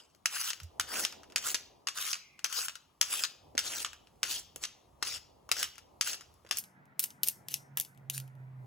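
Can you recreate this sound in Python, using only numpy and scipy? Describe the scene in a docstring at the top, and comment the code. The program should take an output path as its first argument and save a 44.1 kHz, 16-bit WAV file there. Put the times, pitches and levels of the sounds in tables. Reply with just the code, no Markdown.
"""Blade clacks, wet hisses through potato skin and sharp snaps, from a swivel peeler at a table.
The hiss is grainy noise through the blade's resonances; each clack is a short crack, a thud and a dying rattle.
A small room answers; steady air noise, a drifting murmur and rumble and a late low hum lie behind.
At 6.582 s the phone changes its microphone setting: thinner, brighter, with a shifted stereo image."""
import sys
import numpy as np
from scipy import signal
from scipy.fft import rfft, irfft, next_fast_len
from scipy.io import wavfile
from scipy.ndimage import uniform_filter1d, map_coordinates

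SR = 44100
rng = np.random.default_rng(int(sys.argv[2]) if len(sys.argv) > 2 else 0)


def waveform_to_disk(signal):
    """Save audio, clipped to [-1, 1], as 16-bit WAV at the path in sys.argv[1]."""
    frames = np.transpose(np.atleast_2d(signal))
    scaled = np.clip(frames, -1, 1) * 32767
    samples = np.round(scaled).astype(np.int16)
    wavfile.write(sys.argv[1], SR, samples)


N = 381906
TIME = np.arange(N) / SR

# Contact of the edge in each stroke: (bites [s], full pressure [s], lets go [s])
CONTACT = [(.305, .345, .498), (.88, .94, 1.042), (1.425, 1.46, 1.525), (1.95, 1.985, 2.12),
           (2.495, 2.58, 2.655), (3.06, 3.125, 3.226), (3.62, 3.654, 3.826), (4.25, 4.312, 4.395),
           (4.605, 4.625, 4.635), (5.03, 5.05, 5.168), (5.54, 5.595, 5.624), (6.035, 6.075, 6.15),
           (6.54, 6.576, 6.6), (7.012, 7.03, 7.038), (7.24, 7.268, 7.28), (7.495, 7.518, 7.533),
           (7.772, 7.78, 7.79), (8.125, 8.148, 8.172)]
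# The same strokes, ahead of the microphones: (hiss at full pressure [dB], hiss at letting go [dB],
# body above hiss [dB], fizz above hiss [dB], murmur in the potato [dB], peel resonance [Hz])
STROKES = [(-41.5, -42, -7.5, 1, -78, 2600), (-41.5, -42, -1.5, 1, -48.5, 5200),
           (-38, -43, -4.5, 2, -56.5, 6600), (-41.5, -43.5, -5.5, 0, -70, 3300),
           (-39.5, -44, -6, 1, -76, 5500), (-41, -45, -7, 2.5, -58.5, 9000),
           (-42, -42, -11, -4.5, -55.5, 6800), (-35, -45.5, -16, -5.5, -59, 6400),
           (-50.5, -48.5, -7, -3.5, -59, 6060), (-43, -42.5, -12.5, -10, -61.5, 5600),
           (-39.5, -41.5, -12, -5, -54, 5650), (-37, -47.5, -16, -4.5, -61, 5300),
           (-45, -50.5, -9, 3.5, -68, 5390), (-46, -45.5, -10, 4, -70, 5250),
           (-47, -48.5, -17, 0.5, -61.5, 5970), (-45.5, -50, -13, -2, -71.5, 5750),
           (-55, -57.5, -16, -2, -72, 5064), (-46.5, -52, -18, -0.5, -69.5, 5900)]
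BITE_DB = -16  # hiss at first contact, relative to full pressure
RELEASE_DB_PER_S = 900  # fading outside a stroke
BODY_FADES_DB, FIZZ_GROWS_DB = 10, 2  # over one stroke, as the edge speeds up
EARLIER_DB, EARLIER_DB_PER_S = -62, 132  # the stroke before is still dying away at the start
HOLLOW_HZ, HOLLOW_DB = 1500, 2.5  # the cut flesh resounds
BODY_HZ, FIZZ_HZ = 2200, 8000  # body lies below, fizz above, hiss between

# Clacks of the swivel blade, levels relative to one another:
# (time [s], level [dB], body above it [dB], fizz above it [dB], thud above it [dB])
CLACKS = [(0.1485, -53.5, -12.5, -5, -6), (0.2579, -15.5, -9.5, -9.5, -58), (0.2626, -26, -15, -19, -45),
          (0.5035, -20, -14.5, -33, -43), (.5321, -28, -11, -18, -48), (.601, -40, -2.5, -6, -33),
          (.633, -48, -16, 8, -26), (0.7976, -16.5, -6, -6, -63), (.9044, -42.5, -4, 4, -20),
          (1.05, -15, -12, -23.5, -36.5), (1.1246, -39, 1.5, -7.5, -20.5), (1.2331, -45, 1, -13.5, -23),
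          (1.3001, -49.5, -0.5, -26.5, -11), (1.3222, -46.5, 4, -18, 3), (1.3602, -12, -13, -22.5, -32),
          (1.381, -24.5, -18.5, -16.5, -38.5), (1.5446, -13.5, -15, -33, -28),
          (1.8715, -20.5, -5, -24, -42), (1.8858, -21.5, -9, -18, -38), (1.9748, -32, -2, 2.5, -24),
          (2.1298, -15, -18.5, -47.5, -53), (2.1535, -31, -2, -31, -47), (2.392, -43, -1.5, -7, -25.5),
          (2.444, -16.5, -6, -8.5, -55.5), (2.5262, -28, -10.5, -1.5, -37),
          (2.6832, -23.5, -5.5, -18.5, -54), (2.695, -32, -5.5, -23, -36.5), (2.7546, -37.5, -4, -7.5, -33),
          (3.013, -12, -8, -4, -40), (3.0278, -22.5, -17, -22, -37), (3.237, -15, -13.5, -20.5, -43.5),
          (3.2496, -25, -6, -20, -38), (3.552, -48, 2, -18, 10), (3.5716, -43, -2, -22, -17),
          (3.5785, -12.5, -7, -32.5, -27.5), (3.5907, -17.5, -23, -10, -38), (3.599, -23, -18, -18, -32),
          (3.6575, -31, -13, -17.5, -21), (3.8477, -18.5, -8.5, -51, -42), (3.862, -31.5, -11, -30, -35.5),
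          (3.932, -38.5, -0.5, -8, -30), (4.0716, -52.5, -2.5, -34, -22), (4.1574, -70, -9, 2, -5),
          (4.2314, -15, -7.5, -12, -25.5), (4.5601, -40.5, -7, 8, -1), (4.6377, -20, -9, -41, -35.5),
          (4.6502, -28.5, -19, -37, -33), (5.026, -20, -5, -11.5, -31), (5.0709, -27, -17.5, -20, -34),
          (5.176, -44, -5, -15, -25), (5.4911, -46.5, 13.5, 6, -3), (5.5154, -15.5, -9, -7, -28),
          (5.567, -31.5, -2, -10, -26), (5.6135, -28, -24.5, -16.5, -39.5),
          (5.629, -14.5, -15.5, -7, -44.5), (5.641, -23.5, -10, -21, -32.5),
          (5.756, -49.5, -4.5, -7.5, -19), (5.781, -39, -5, -9.5, -29), (6.0111, -10.5, -17.5, -20.5, -38),
          (6.0253, -27, -16.5, -16, -36), (6.132, -24, -17, -35, -38), (6.1436, -32, -26, -29, -36.5),
          (6.2094, -38, -3, -10.5, -32.5), (6.3402, -63.5, -19, 10, -11), (6.449, -61, 9, -13, 14),
          (6.4644, -54.5, 8, -21, -7), (6.471, -51, -10, -18, -8), (6.4903, -45, -5, -7, -30),
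          (6.511, -14.5, -9.5, -14.5, -27.5), (6.523, -30, -31, -19, -39), (6.571, -34.5, -19, 12.5, -37),
          (6.5852, -29.5, -19.5, 10.5, -39), (6.639, -38, -30.5, -30, -30), (6.855, -60, -18, -4, -20),
          (6.994, -19.5, -17.5, 7, -42.5), (7.0396, -23.5, -15, 6, -42.5), (7.1046, -37, -26, -23, -22.5),
          (7.233, -17, -19.5, 3, -34), (7.2739, -28.5, -14, 5, -31), (7.285, -17, -32.5, 3.5, -45.5),
          (7.4848, -26.5, -14, -14, -36), (7.5409, -15.5, -38, -11, -49), (7.7724, -24, -5, 7, -55.5),
          (7.783, -29.5, -14.5, 0, -39), (7.7992, -19.5, -21, 5.5, -48), (7.81, -30.5, -24.5, 1.5, -40.5),
          (7.849, -36, -20, -21, -32), (7.948, -63, -15, 0, -20), (7.9755, -54.5, -12, -10, -13),
          (8.099, -23, -12.5, -1, -49), (8.1787, -23.5, -20, -13.5, -44), (8.2003, -35, -12, -1, -33.5),
          (8.2778, -55, -2.5, -6, -11.5), (8.353, -64.5, -18, 0, -20)]
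# Resonances of blade and frame: (centre [Hz], width [Hz], level [dB])
BLADE = [(2762, 300, -0.5), (3750, 57, -24), (4950, 46, -5), (5440, 180, -4.5), (6290, 1400, 2.5),
         (7900, 98, -3.5), (11600, 2300, 1)]
# Rattle trim, one row each for body, hiss, fizz and thud: (level [dB])
RATTLE_BANDS_DB = [
    [0],
    [-0.5],
    [-3.5],
    [-0.5],
]
# Under the crack: pivot ticks, then a longer shiver of the blade
RATTLE_DB, RATTLE_T60, SHIVER_DB, SHIVER_T60 = -22, 0.056, -34.5, .16  # dB, s, dB, s
FLICK_RATTLE_DB = -3.5  # the short late flicks, from 6.582 s on, leave the blade rattling more quietly
# The potato under a knock: (frequency [Hz], level [dB])
THUD = [(120, -40), (250, -2), (500, -0.5), (800, -7.5), (1300, -40)]
# Dull bumps in table and potato: (time [s], frequency [Hz], level [dB], rise [s], t60 [s])
THUMP = [(.605, 84, -39, .042, .16), (.6, 150, -54, .02, .07), (.76, 76, -52, .05, .2),
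         (2.575, 480, -50, .012, .06)]

# Faint narrow hiss between two strokes: (time [s], level [dB])
WHISTLE = [(2.1, -87), (2.17, -64), (2.3, -65), (2.42, -68.5), (2.462, -85.5)]
# Its relative spectrum: (frequency [Hz], density [dB per Hz])
WHISTLE_BAND = [(1800, -40), (2050, -1.5), (2300, -0.5), (2600, -4.5), (3000, -37.5)]

# The room under the first microphone setting: (frequency [Hz], t60 [s])
ROOM_FIRST = [(500, 0.49), (1500, 0.34), (3000, 0.51), (6000, 0.41), (9000, 0.23), (15000, 0.35)]
# The room as the second setting hears it: (frequency [Hz], t60 [s])
ROOM_SECOND = [(500, 0.37), (3000, 0.16), (6000, 0.31), (10000, 0.27), (15000, 0.19)]
# Scatter off hands and table top: (frequency [Hz], t60 [s])
HANDS = [(500, .03), (3000, .014), (15000, .009)]

# First microphone setting:
# (frequency [Hz], relative colour [dB], left over right [dB], scattered over direct sound [dB])
MIC_FIRST = [(49.3, -48.5, 2.5, -13.5), (302, -19.5, -3, -9), (820, -10, 3, -4.5), (1350, 3, 3.5, -4.5),
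             (2160, -5, -0.5, -12.5), (3230, 0.5, 2.5, -5), (3760, -2, 4.5, -1), (5000, 0.5, 4, -3.5),
             (7100, -4.5, 0, -12), (7240, -2.5, 3.5, -11), (9445, -3, -4, -24.5), (9500, 0.5, 2, -18),
             (11140, -8, 0.5, -15), (13380, -9.5, -1, -21.5), (15500, -4.5, 2, -7), (16480, -40, -1.5, -7)]
# Second microphone setting, with the same columns [Hz, dB, dB, dB]
MIC_SECOND = [(50, -53, 1.5, -16.5), (300, -24.5, 1, -21.5), (1570, -16, -0.5, 2.5), (2830, -8.5, 3, -1.5),
              (3760, -9, -0.5, -17), (5830, -11.5, 1, -5), (7350, -12, 2.5, -7.5), (8210, -9, 4.5, 0),
              (9330, -3, 0.5, -4.5), (11300, -7, 6, -5.5), (12500, -3, 3, -8.5), (15800, -5, -2, -18),
              (16700, -32.5, 4, -3)]
# Phase lead of the left port, first setting: (frequency [Hz], lead [rad])
LEAD_FIRST = [(0, 0), (2000, 0), (2800, .4), (3900, -.2), (5000, 1.7), (6300, .6), (7000, 0), (9000, -3.14),
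              (11100, -6.28), (13300, -9.42), (15400, -12.5), (17000, -12.6)]
# Phase lead of the left port, second setting: (frequency [Hz], lead [rad])
LEAD_SECOND = [(0, 0), (1600, 1), (2200, 0), (5700, .4), (7400, .2), (8600, 1.4), (10400, 1.3), (12500, .1),
               (15800, -1.4), (17000, -1)]
SWITCH_S, TOP_HZ = 6.582, 17000  # change of setting; the phone's band limit

# Low tone towards the end: (time [s], level [dB])
HUM = [(6.7, -92), (6.8, -64), (6.88, -83), (6.989, -68), (7.13, -82), (7.23, -65), (7.4, -71), (7.56, -59),
       (7.64, -65), (7.74, -52.5), (7.86, -72), (7.93, -60.5), (8.06, -56.5), (8.2, -42), (8.33, -55.5),
       (8.42, -49), (8.59, -48.5), (8.66, -52.5)]
HUM_HZ, SAG_FROM_S, SAG_HZ_PER_S = 144.8, 7.2, 12.5
# Drift of the air: (time [s], murmur level [dB], rumble level [dB])
AIR = [(0, -66.5, -80), (.4, -90, -78.5), (.77, -60, -64), (1.2, -60.5, -71.5), (1.5, -63.5, -71),
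       (1.9, -72.5, -80), (2.8, -93.5, -79.5), (3.298, -66.5, -80.5), (3.6, -62.5, -63), (4.05, -68, -73),
       (4.27, -66.5, -62.5), (4.7, -70.5, -72.5), (5.5, -69.5, -65), (5.85, -69, -73), (6.1, -67, -67.5),
       (6.4, -74.5, -71), (7.0, -70.5, -70.5), (8.66, -68, -61)]
# Relative spectrum of the murmur, in air and potato: (frequency [Hz], density [dB per Hz])
MURMUR = [(120, -24.5), (200, -4), (400, -0.5), (750, -0.5), (1000, -3), (1300, -36.5)]
# Relative spectrum of the rumble, first setting: (frequency [Hz], density [dB per Hz])
RUMBLE_FIRST = [(20, -23), (45, -3.5), (75, 3.5), (110, -3), (160, -5), (220, -43)]
# Relative spectrum of the rumble, second setting: (frequency [Hz], density [dB per Hz])
RUMBLE_SECOND = [(20, -49), (60, -18), (100, -1.5), (150, 5), (220, -47.5)]
# Relative spectrum of the air noise, first setting: (frequency [Hz], density [dB per Hz])
AIR_FIRST = [(71, -29), (120, -6), (289, -12.5), (314, -12.5), (483, -16), (630, -16), (1210, -12.5),
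             (1460, -26), (8840, -30.5), (10400, -29.5), (16000, -36.5)]
# Relative spectrum of the air noise, second setting: (frequency [Hz], density [dB per Hz])
AIR_SECOND = [(110, -25), (180, -0.5), (496, -19.5), (905, -12.5), (1150, -16), (1390, -12.5), (2030, -16),
              (2950, -31.5), (11600, -57.5), (13000, -45), (16000, -47.5)]
AIR_DB = -71.5  # air noise in the first setting, ahead of the microphones


def scrape():
    """Cells burst under the edge: dense uneven grains; the wet peel adds a wandering resonance and patchy colour."""
    unevenness_db = 2.5 * rng.standard_normal(N) + 2.2 * wobble(500) + 1.2 * wobble(70)
    grains = rng.standard_normal(N) * amp(unevenness_db)
    level = np.outer(amp([-10, 0, -15]), amp(EARLIER_DB - EARLIER_DB_PER_S * TIME))  # body, hiss, fizz
    potato_level = np.zeros(N)
    for (start, full, end), stroke in zip(CONTACT, STROKES):
        full_db, end_db, body_db, fizz_db, murmur_db, _ = stroke
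        hiss_db = pressure_db(start, full, end, full_db, end_db)
        progress = np.clip((TIME - start) / (end - start), 0, 1) - .5
        body = hiss_db + body_db - BODY_FADES_DB * progress
        fizz = hiss_db + fizz_db + FIZZ_GROWS_DB * progress
        level += amp([body, hiss_db, fizz])
        potato_level += amp(pressure_db(start, full, end, murmur_db, murmur_db))
    skin = voiced(level * unit(wet_peel(grains)), plain_db=12.0)
    return skin, potato_level * rush(MURMUR, side_db=-4.5)


def pressure_db(start, full, end, full_db, end_db):
    """A stroke bites in, swells to full pressure, drifts and lets go."""
    outside = np.maximum(0, np.maximum(start - TIME, TIME - end))
    inside_db = np.interp(TIME, [start, full, end], [full_db + BITE_DB, full_db, end_db])
    return inside_db - RELEASE_DB_PER_S * outside


def wet_peel(grains):
    """Grains coloured by random patches, the peel's moving resonance and the hollow of the cut flesh."""
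    hz, t, z = signal.stft(grains, SR, nperseg=256)
    patches = uniform_filter1d(rng.standard_normal(z.shape), 4, axis=0)
    patches = uniform_filter1d(patches, 10, axis=1)
    peel_hz = np.interp(t, np.mean(CONTACT, axis=1), [row[-1] for row in STROKES])
    hump = np.exp(-(np.log((hz[:, None] + 1) / peel_hz) / 0.22) ** 2)
    frame = np.minimum(t * SR, N - 1).astype(int)
    hollow_shift = 0.16 * wobble(15)[frame]
    hollow = np.exp(-(np.log((hz[:, None] + 1) / HOLLOW_HZ) - hollow_shift) ** 2 / 0.022)
    colour_db = 3.2 * unit(patches) + 2.4 * hump + HOLLOW_DB * hollow
    return signal.istft(z * amp(colour_db), SR, nperseg=256)[1][:N]


def clacks():
    """Each knock is a very short crack and a thud; the loose blade then rattles on its pivots in dying ticks."""
    drive = np.zeros((4, N + SR))  # body, hiss, fizz, thud
    t = np.arange(SR // 4) / SR
    for s, db, body_db, fizz_db, thud_db in CLACKS:
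        crack_envelope = amp(-60 * t / .004) * (1 - np.exp(-t / .0007))
        crack = crack_envelope * np.sign(rng.standard_normal(len(t)))
        ticks = amp(3.47 * map_coordinates(rng.standard_normal(80), [t * 280]))
        dying = ticks * amp(RATTLE_DB - 60 * t / RATTLE_T60) + amp(SHIVER_DB - 60 * t / SHIVER_T60)
        flick_gain = amp(FLICK_RATTLE_DB * (s > SWITCH_S))
        rattle = amp(RATTLE_BANDS_DB) * flick_gain * dying * rng.standard_normal(len(t))
        levels = amp(db + 7.5 + np.array([[body_db], [0], [fizz_db], [thud_db]]))
        first = round(s * SR)
        drive[:, first:first + len(t)] += levels * (crack + rattle)
    thuds = amp(20.5) * filtered(drive[3, :N], lambda hz: amp(along(THUD, hz)))
    return voiced(drive[:3, :N], plain_db=2.0) + thuds


def voiced(drive, plain_db):
    """Body, hiss and fizz drives through their bands of the blade and microphone; white noise keeps its rms."""
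    def response(setting, hz):
        low = 1 / (1 + (hz / BODY_HZ) ** 6)
        high = 1 / (1 + (FIZZ_HZ / (hz + 1)) ** 6)
        bands = np.sqrt([low, np.abs(1 - low - high), high])
        bands = bands * amp(smooth(setting, hz, axis=1)) * ringing(hz, plain_db)
        return bands / np.sqrt(np.mean(np.abs(bands) ** 2, axis=1, keepdims=True))
    before = filtered(drive, lambda hz: response(MIC_FIRST, hz)).sum(axis=0)
    after = filtered(drive, lambda hz: response(MIC_SECOND, hz)).sum(axis=0)
    return switched(before, after)


def ringing(hz, plain_db):
    """The blade's resonances over a plain background."""
    modes = sum(amp(db) * 1j * hz * width / (centre * centre - hz * hz + 1j * hz * width)
                for centre, width, db in BLADE)
    return amp(plain_db) + modes


def thump():
    """A soft push that rings low modes of table and potato, a little stronger on the right."""
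    out = np.zeros(N)
    for s, hz, db, rise, t60 in THUMP:
        t = np.maximum(TIME - s, 0)
        envelope = np.minimum(t / rise, 1) ** 2 * amp(-60 * np.maximum(t - rise, 0) / t60)
        out += amp(db) * envelope * np.sin(2 * np.pi * hz * t)
    return out * amp([[-1.5], [1.5]])


def whistle():
    """A faint narrow band of noise that lingers between two strokes."""
    s, db = np.transpose(WHISTLE)
    level = amp(np.interp(TIME, s, db, left=-120, right=-120))
    return level * rush(WHISTLE_BAND, side_db=-4.5)


def room(x):
    """The walls answer after 9 ms, each frequency dying at its own speed."""
    late = np.pad(x, (400, 0))[:N]
    before = amp(-14.5) * echo(late, ROOM_FIRST, seconds=.45)
    after = amp(-19.0) * echo(late, ROOM_SECOND, seconds=.45)
    return switched(before, after)


def echo(x, t60_table, seconds):
    """Reverberation with a fresh random tail sixteen times a second, which keeps the echo diffuse."""
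    wet, step = np.zeros(N + 2 * SR), SR // 16
    for start in range(0, N, step):
        piece = signal.fftconvolve(x[start:start + step], tail(t60_table, int(seconds * SR)))
        wet[start:start + len(piece)] += piece
    return wet[:N]


def tail(t60_table, length):
    """Noise of energy 1 in which each frequency dies at its own speed."""
    hz, t, z = signal.stft(rng.standard_normal(length), SR, nperseg=128)
    decay = amp(-60 * t / along(t60_table, hz)[:, None])
    out = signal.istft(z * decay, SR, nperseg=128)[1]
    return out / np.linalg.norm(out)


def hum():
    """A low tone that throbs, swells and sinks in pitch towards the end, a little stronger on the right."""
    s, db = np.transpose(HUM)
    hz = HUM_HZ - SAG_HZ_PER_S * np.maximum(TIME - SAG_FROM_S, 0)
    phase = 2 * np.pi * np.cumsum(hz) / SR + .3 * wobble(10)
    level = amp(np.interp(TIME, s, db, left=-120))
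    return amp([[-1.5], [1.5]]) * level * np.sqrt(2) * np.sin(phase)


def air():
    """A drifting murmur and a drifting deep rumble, both filtered noise."""
    s, murmur_db, rumble_db = np.transpose(AIR)
    rumble = switched(rush(RUMBLE_FIRST, side_db=-15.5), rush(RUMBLE_SECOND, side_db=-9.5))
    flutter_db = 2 * wobble(20) + 1.5 * wobble(4)
    drift_db = 3 * wobble(12)
    murmur_level = amp(np.interp(TIME, s, murmur_db) + flutter_db)
    rumble_level = amp(np.interp(TIME, s, rumble_db) + drift_db)
    return murmur_level * rush(MURMUR, side_db=-1.0) + rumble_level * rumble * amp([[-1.5], [1.5]])


def hiss():
    """Gently drifting air noise, with the colour of each microphone setting."""
    before = rush(AIR_FIRST, side_db=-62)[0]
    after = amp(5.5) * rush(AIR_SECOND, side_db=-56.0)[0]
    drift_db = 1.2 * wobble(3)
    return amp(AIR_DB + drift_db) * switched(before, after)


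def rush(spectrum, side_db):
    """Stereo noise of rms 1: a shared middle plus a side of opposite sign left and right."""
    mid, side = filtered(rng.standard_normal((2, N)), lambda hz: amp(along(spectrum, hz)))
    return unit(mid + amp(side_db) * np.outer([1, -1], side))


def microphones(x):
    """Two ports: direct sound with a lead and a tilt per frequency, plus sound scattered off hands and table."""
    scattered = echo(x, HANDS, seconds=.05)
    sides = np.array([[1], [-1]])  # left, right

    def pair(setting, lead):
        def direct_port(hz):
            tilt = amp(sides * smooth(setting, hz, axis=2) / 2)
            turn = np.exp(.5j * sides * np.interp(hz, *np.transpose(lead)))
            return tilt * turn / np.sqrt(1 + spread(hz) ** 2)  # direct and scattered power share 1

        def spread(hz):
            return amp(smooth(setting, hz, axis=3))
        direct = filtered(x, direct_port)
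        return direct + filtered(scattered, lambda hz: sides * direct_port(hz) * spread(hz))
    return switched(pair(MIC_FIRST, LEAD_FIRST), pair(MIC_SECOND, LEAD_SECOND))


def switched(before, after):
    """The first signal until the microphone setting changes, then a 4 ms crossfade to the second."""
    share = np.clip((TIME - SWITCH_S) / .004, 0, 1)
    return (1 - share) * before + share * after


def smooth(setting, hz, axis):
    """A column of a microphone setting without sharp corners, which would ring."""
    return uniform_filter1d(along(setting, hz, axis=axis), size=1800)


def along(points, hz, axis=1):
    """One column of a table whose rows start with Hz, read on a log axis."""
    table = np.transpose(points)
    return np.interp(np.log(hz + 1), np.log(table[0] + 1), table[axis])


def filtered(x, response):
    """x times a complex response of frequency."""
    m = next_fast_len(N + SR // 2)
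    return irfft(rfft(x, m) * response(np.fft.rfftfreq(m, 1 / SR)), m)[..., :N]


def wobble(rate):
    """A smooth random curve, rate knots a second."""
    return map_coordinates(rng.standard_normal(int(N * rate / SR) + 4), [TIME * rate])


def amp(db):
    """Decibels to gain."""
    return 10 ** (np.asarray(db) / 20)


def unit(x):
    """Scaled to rms 1."""
    return x / np.sqrt(np.mean(x ** 2) + 1e-20)


def scene():
    """Peeler, its echo and the hiss reach the microphones; the other faint and low sounds are added after."""
    skin, potato = scrape()
    peeler = skin + clacks()
    close = microphones(peeler + room(peeler) + hiss())
    return close + potato + thump() + whistle() + hum() + air()


def record(dry):
    """The phone keeps nothing above its band limit."""
    return filtered(dry, lambda hz: hz < TOP_HZ)


dry = scene()
out = record(dry)
waveform_to_disk(out)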